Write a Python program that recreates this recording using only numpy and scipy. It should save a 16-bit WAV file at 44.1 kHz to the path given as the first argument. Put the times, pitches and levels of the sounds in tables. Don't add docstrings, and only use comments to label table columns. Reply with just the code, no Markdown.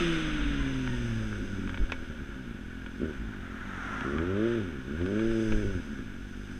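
import sys
import numpy as np
from scipy import signal
from scipy.fft import rfft, irfft, next_fast_len
from scipy.io import wavfile
from scipy.ndimage import uniform_filter1d, map_coordinates

SR = 44100
rng = np.random.default_rng(int(sys.argv[2]) if len(sys.argv) > 2 else 0)


def output_pcm(signal):
    pcm = np.clip(np.atleast_2d(signal).T, -1, 1) * 32767
    wavfile.write(sys.argv[1], SR, np.round(pcm).astype(np.int16))


N = 290607

# (pitch [Hz], width [Hz], gain [dB])
CASING_NOTES = [(967, 98, -12.5), (1484, 87, 7), (1618, 107, 2.5), (2214, 184, -3.5)]


def exhaust_and_intake(crank, firing_hz, throttle, turbulence=.07, burp_half_s=.028, burbles_per_s=10.6):
    # (firing rate [Hz], exhaust thump [dB],
    # airbox boom [dB], intake bark [dB], roughness [0-1], burble of uneven burning [dB])
    shut_voice = [(44.31, -47, -45.5, -55, 0.15, 1.6), (74.42, -45, -44.5, -53, 0.39, 3.5),
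                  (102.4, -37, -42.5, -47, 0.29, 2.5), (108, -34, -38, -46.5, 0.12, 2.4),
                  (133, -36, -33, -45.5, 0.17, -0.4), (153, -43, -33.6, -49.5, 0.05, 1.5),
                  (158, -35.5, -39.5, -38.5, .07, 2.5), (168.4, -37, -35.5, -31, 0.02, 2)]
    open_voice = [(59, -36.5, -34.5, -31, .24, 1.18), (87.6, -34.5, -36.5, -32.5, 0.048, 2.9),
                  (109.05, -38, -31.5, -25.5, 0.02, 0.84), (123, -39, -34, -25, 0.064, 0.82)]
    # (time [s], lift of the boom [dB])
    burps = [(1.58, 6), (1.65, 4), (2.41, 0), (5.9, 7), (6.02, 7.5), (6.16, 3.5), (6.38, 5.5)]
    # (pitch [Hz], width [Hz], gain [dB])
    airbox_notes = [(90, 62, 1), (219.5, 33.4, 7.5), (260, 9.7, 9), (343.2, 63, 5)]
    intake_notes = [(385, 70, -6), (465, 90, -18), (570, 80, -17)]
    blend = (1 - throttle) * at_speed(shut_voice, firing_hz) + throttle * at_speed(open_voice, firing_hz)
    thump_db, boom_db, bark_db, rough, burble_db = blend
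    burp_db = sum(db * swell(s, burp_half_s) for s, db in burps)
    swirls = turbulence * noise() * np.sqrt(firing_hz / SR) * (1 + np.cos(2 * np.pi * crank))
    gas = firings(crank, rough) + swirls
    airbox = cut(resonate(gas, airbox_notes), 380, "low", order=6)
    intake = cut(resonate(gas, intake_notes), 620, "low", order=10)
    voice = airbox + throttle * intake
    parts = [(band(voice, 64, 175), thump_db),
             (band(voice, 175, 300), boom_db + burp_db),
             (band(voice, 300, 750), bark_db + burp_db / 2)]
    return sum(from_db(db + burble_db * wander(burbles_per_s)) * steady(part) for part, db in parts)


def firings(crank, rough, scatter_db=7.0, imbalance_db=4, jitter_s=.0016):
    at = ticks(crank)
    strength_luck, timing_luck = np.clip(rng.standard_normal((len(at), 2)), -2, 2).T
    cylinder = (-1) ** np.arange(len(at))
    strength = from_db(rough[at] * (scatter_db * strength_luck + imbalance_db * cylinder))
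    late = (jitter_s * SR * rough[at] * timing_luck).astype(int)
    return np.bincount(np.clip(at + late, 0, N - 1), strength, N)


def engine_speed(idle_hz=43.85, idle_wobble=.05, wobbles_per_s=6):
    # (time [s], firing rate [Hz])
    speed = [(0.0, 174), (0.2, 158.4), (0.6, 138.3), (1.2, 110.4), (1.4, 100.3), (1.6, 93.4), (2.0, 83.4),
             (2.38, 65), (2.63, 43.2), (2.98, 44.5), (3.04, 80.6), (3.12, 72), (3.2, 58.4), (3.4, 44.6),
             (3.82, 48), (3.98, 53.4), (4.05, 64), (4.16, 76), (4.38, 103.4), (4.46, 116.7), (4.55, 118),
             (4.75, 68.6), (4.83, 60.3), (5.1, 99), (5.2, 110.7), (5.3, 114), (5.6, 105.3), (5.7, 98.7),
             (5.85, 75), (5.93, 70), (6.1, 47), (6.59, 46.6)]
    firing_hz, = in_time(speed)
    return firing_hz * (1 + idle_wobble * (idle_hz / firing_hz) ** 4 * wander(wobbles_per_s))


def machinery(crank, firing_hz, throttle, throb=.092, full_throttle_db=3, uneven_db=1.4):
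    # (firing rate [Hz], casing clatter [dB],
    # gear and chain rush [dB], gear whine [dB], gearbox hum [dB])
    part_levels = [(44.46, -53, -57.5, -79.5, -78.5), (75, -50, -55.5, -74.5, -60),
                   (94.8, -49, -53, -59, -56), (118.35, -48, -48.5, -51.5, -55),
                   (138.7, -43, -43.5, -57, -54.5), (161.4, -42.5, -38, -59, -56),
                   (177, -43.5, -34, -42, -67)]
    # (time [s], level [dB])
    hiss_levels = [(0, -49), (.45, -58), (1.05, -57), (2.65, -71.5), (3.1, -66.5), (3.45, -73), (4.25, -71),
                   (4.5, -62), (4.8, -69), (5.45, -55), (6.1, -68), (6.59, -63.5)]
    # (pitch [Hz], level [dB])
    rush_tone = [(600, -3), (900, -13), (1250, -1.5), (1900, -0.5), (2400, 0), (2900, 1.5), (3200, -1),
                 (3550, 0.5), (3900, -10), (4400, -21.5), (6000, -83)]
    hiss_tone = [(3500, -14), (4400, -10.5), (5050, 4.5), (5600, -5.5), (6100, 7), (6450, 1.5),
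                 (6900, -13.5), (8100, -4), (9200, -12.5), (10200, -15), (12000, -25), (15000, -34)]
    # (pitch [Hz], width [Hz], gain [dB])
    hum_notes = [(534, 36, 1), (898, 25, -11)]
    clatter_db, rush_db, whine_db, hum_db = at_speed(part_levels, firing_hz)
    clatter_db = clatter_db + full_throttle_db * throttle + uneven_db * wander(per_s=12)
    hiss_db, = in_time(hiss_levels)
    taps = valve_taps(crank)
    rubbing = 1 + throb * np.cos(2 * np.pi * crank)
    casing = resonate(.43 * taps + rubbing * noise(), CASING_NOTES)
    clatter = steady(cut(cut(casing, 610, "high"), 2160, "low", order=4))
    rush = coloured(.22 * taps + rubbing * noise(), rush_tone)
    hiss = coloured(.24 * taps + rubbing * noise(), hiss_tone)
    hum = rms_one(resonate(noise(), hum_notes))
    return (from_db(clatter_db) * clatter + from_db(rush_db) * rush + from_db(hiss_db) * hiss
            + from_db(whine_db) * gear_whine(crank) + from_db(hum_db) * hum)


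def valve_taps(crank, scatter_db=4.0, count=8):
    taps = np.zeros(N)
    for angle in (np.arange(count) + rng.random(count)) / count:
        at = ticks(crank / 2 + angle)
        taps[at] += rng.choice([-1, 1]) * from_db(scatter_db * rng.standard_normal(len(at)))
    return steady(taps)


def gear_whine(crank, flutter_hz=30):
    # (teeth meeting per firing [count], level [dB])
    gear_pairs = [(7.5, -1), (15, 0)]
    whine = sum(from_db(db) * np.sin(2 * np.pi * teeth * crank) for teeth, db in gear_pairs)
    return steady(resonate(whine, CASING_NOTES)) * rms_one(1 + wander(flutter_hz))


def knocks(crack_db=-9, crack_s=.0035, rattle_db=-23, rattle_s=.018, casing_db=28):
    # (time [s], crack [dB], casing ring [dB], gearbox ring [dB])
    hits = [(0.8757, -34, -24, -42), (1.3281, -42, -28.5, -44), (1.6755, -33, -30, -43),
            (1.6939, -29.5, -31, -41), (1.7437, -31, -26, -28), (1.775, -31, -30, -31),
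            (1.8986, -33, -33, -44), (1.92, -17, -23.5, -16.5), (2.8626, -37, -29, -28.5),
            (4.0088, -30, -27, -31), (4.1838, -35.5, -24.5, -24.5), (5.0156, -34, -34, -34),
            (5.062, -35, -31, -39), (5.1941, -31, -35, -28), (5.3128, -31, -35, -34),
            (5.5213, -25.5, -24, -24)]
    # (pitch [Hz], level [dB], time to fade by 60 dB [s])
    gearbox_notes = [(544, -22, .085), (910, -27, .08), (1250, -13, .014), (1560, -15, .02),
                     (2245, -22, .14), (2520, -18, .03), (2900, -14, .014), (3350, -14, .012)]
    # (pitch [Hz], level [dB])
    crack_tone = [(250, -8), (550, 0), (800, -5), (1300, 1), (2200, -1), (3400, -4), (4300, -22),
                  (6200, -21), (8000, -31), (15000, -44)]
    blows = np.zeros((3, N))
    for s, *levels_db in hits:
        blows[:, int(s * SR)] = from_db(levels_db)
    on_crack, on_casing, on_gearbox = blows
    t = np.arange(SR // 4) / SR
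    ring = sum(from_db(db - 60 * t / fade_s) * np.sin(2 * np.pi * hz * t) * (-1) ** k
               for k, (hz, db, fade_s) in enumerate(gearbox_notes))
    gearbox = signal.fftconvolve(on_gearbox, ring)[:N]
    casing = from_db(casing_db) * cut(resonate(on_casing, CASING_NOTES), 1900, "low")
    fade = from_db(crack_db) * np.exp(-t / crack_s) + from_db(rattle_db) * np.exp(-t / rattle_s)
    cracks = coloured(noise(), crack_tone) * signal.fftconvolve(on_crack, fade)[:N]
    return cut(gearbox + casing, 4900, "low", order=4) + cut(cracks, 8000, "low")


def wind():
    # (time [s], buffeting [dB], drone [dB])
    breeze = [(0, -34.5, -40.5), (1.2, -41, -39), (2.0, -41.5, -44), (2.3, -50, -45), (4.1, -49.5, -45.5),
              (5.1, -45, -52), (5.9, -46, -46), (6.59, -46, -43)]
    # (peak time [s], half length [s], buffeting [dB], drone [dB])
    gusts = [(.43, .12, -50, -30), (0.61, 0.024, -37, -28.5), (0.98, 0.037, -39, -35),
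             (1.82, 0.031, -25, -26), (3.23, .06, -65, -37), (5.3, 0.041, -30, -38),
             (5.552, 0.053, -21, -33), (5.69, 0.073, -33.5, -34.5)]
    # (pitch [Hz], level [dB])
    buffet_tone = [(6, -16), (15, 12), (28, -19), (38, -9), (55, -24), (100, -30), (200, -37), (500, -58),
                   (1500, -79)]
    drone_tone = [(25, -16), (38, -8), (50, 2.5), (60, -13.5), (75, -38), (120, -29.5), (300, -27),
                  (1500, -83)]
    buffet_gain, drone_gain = from_db(in_time(breeze))
    for s, half_s, buffet_db, drone_db in gusts:
        gust = swell(s, half_s)
        buffet_gain = np.hypot(buffet_gain, from_db(buffet_db) * gust)
        drone_gain = np.hypot(drone_gain, from_db(drone_db) * gust)
    buffet = steady(coloured(noise(), buffet_tone), size=6000)
    drone = steady(coloured(noise(), drone_tone), size=6000)
    return buffet_gain * buffet + drone_gain * drone


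def passing_car(nearest_db=-37.5, passes_s=3.97, swing_s=.3, falloff=1.89, doppler=.05, delay_s=.00297):
    # (pitch [Hz], level [dB])
    tyre_tone = [(110, -14), (190, 4.5), (450, -12), (750, -8), (1050, -6), (1400, 5.5), (1800, -2.5),
                 (2400, -14), (3500, -18), (4400, -33.5), (6200, -23.5), (7000, -35.5), (8500, -35),
                 (15000, -62)]
    along = (np.arange(N) / SR - passes_s) / swing_s
    distance = np.hypot(1, along)
    heard_at = np.cumsum(1 - doppler * along / distance)
    swish = coloured(noise(), tyre_tone)
    passing = map_coordinates(swish, [heard_at], mode="mirror")
    delayed = map_coordinates(swish, [heard_at - delay_s * SR / distance], mode="mirror")
    return from_db(nearest_db) / distance ** falloff * rms_one(passing + .24 * delayed)


def road(level_db=-57.0):
    # (pitch [Hz], level [dB])
    road_tone = [(30, -16), (100, -22), (240, 1), (380, -5.5), (550, -7.5), (800, -13.5), (1500, -28.5),
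                 (4000, -24), (9000, -32.5), (15000, -38)]
    return from_db(level_db) * coloured(noise(), road_tone)


def from_db(db):
    return 10 ** (np.asarray(db) / 20)


def rms_one(x):
    return x / np.sqrt(np.mean(x ** 2) + 1e-20)


def steady(x, size=3500):
    power = uniform_filter1d(uniform_filter1d(x ** 2, size), size)
    return x / np.sqrt(np.maximum(power, 1e-18))


def in_time(rows):
    s, *columns = np.transpose(rows)
    return [np.interp(np.arange(N) / SR, s, c) for c in columns]


def at_speed(rows, firing_hz):
    hz, *columns = np.transpose(rows)
    return np.array([np.interp(firing_hz, hz, c) for c in columns])


def ticks(turns):
    return np.flatnonzero(np.diff(np.floor(turns)) > 0)


def swell(s, half_s):
    return np.exp(-((np.arange(N) / SR - s) / half_s) ** 2)


def noise():
    return rng.standard_normal(N)


def wander(per_s):
    return rms_one(cut(rng.standard_normal(N + SR), per_s, "low")[SR:])


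def coloured(x, tone):
    hz, db = np.transpose(tone)
    size = next_fast_len(N, real=True)
    bins_hz = np.maximum(np.fft.rfftfreq(size, 1 / SR), 1)
    gain = from_db(np.interp(np.log(bins_hz), np.log(hz), db))
    return rms_one(irfft(rfft(x, size) * gain, size)[:N])


def cut(x, hz, kind, order=2):
    return signal.sosfilt(signal.butter(order, hz, kind, fs=SR, output="sos"), x)


def band(x, low_hz, high_hz):
    return signal.sosfiltfilt(signal.butter(3, [low_hz, high_hz], "band", fs=SR, output="sos"), x)


def resonate(x, notes):
    out = np.zeros(N)
    for hz, width, db in notes:
        r = np.exp(-np.pi * width / SR)
        feedback = [1, -2 * r * np.cos(2 * np.pi * hz / SR), r * r]
        out += from_db(db) * (1 - r * r) / 2 * signal.lfilter([1, 0, -1], feedback, x + 1e-18)
    return out


def scene(voice_gain_db=-1.32):
    # (time [s], throttle [0-1])
    hand = [(2.99, 0.03), (3.03, 0.99), (3.12, 0.52), (3.155, 0.07), (3.98, 0.04), (4.08, 0.7),
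            (4.23, 0.97), (4.35, 0.81), (4.46, 0.98), (4.62, 0.55), (4.82, 0.2), (4.96, 0.75), (5.25, 0.87),
            (5.55, 0.64), (5.76, 0.43), (5.83, 0.01)]
    throttle = np.clip(in_time(hand)[0], 0, 1)
    firing_hz = engine_speed()
    crank = np.cumsum(firing_hz) / SR
    voice = from_db(voice_gain_db) * exhaust_and_intake(crank, firing_hz, throttle)
    engine = voice + machinery(crank, firing_hz, throttle)
    return (engine + knocks() + wind() + road() + passing_car())[None]


def record(dry, top_hz=15200):
    return signal.sosfilt(signal.ellip(10, .1, 90, top_hz, fs=SR, output="sos"), dry)


dry = scene()
out = record(dry)
output_pcm(out)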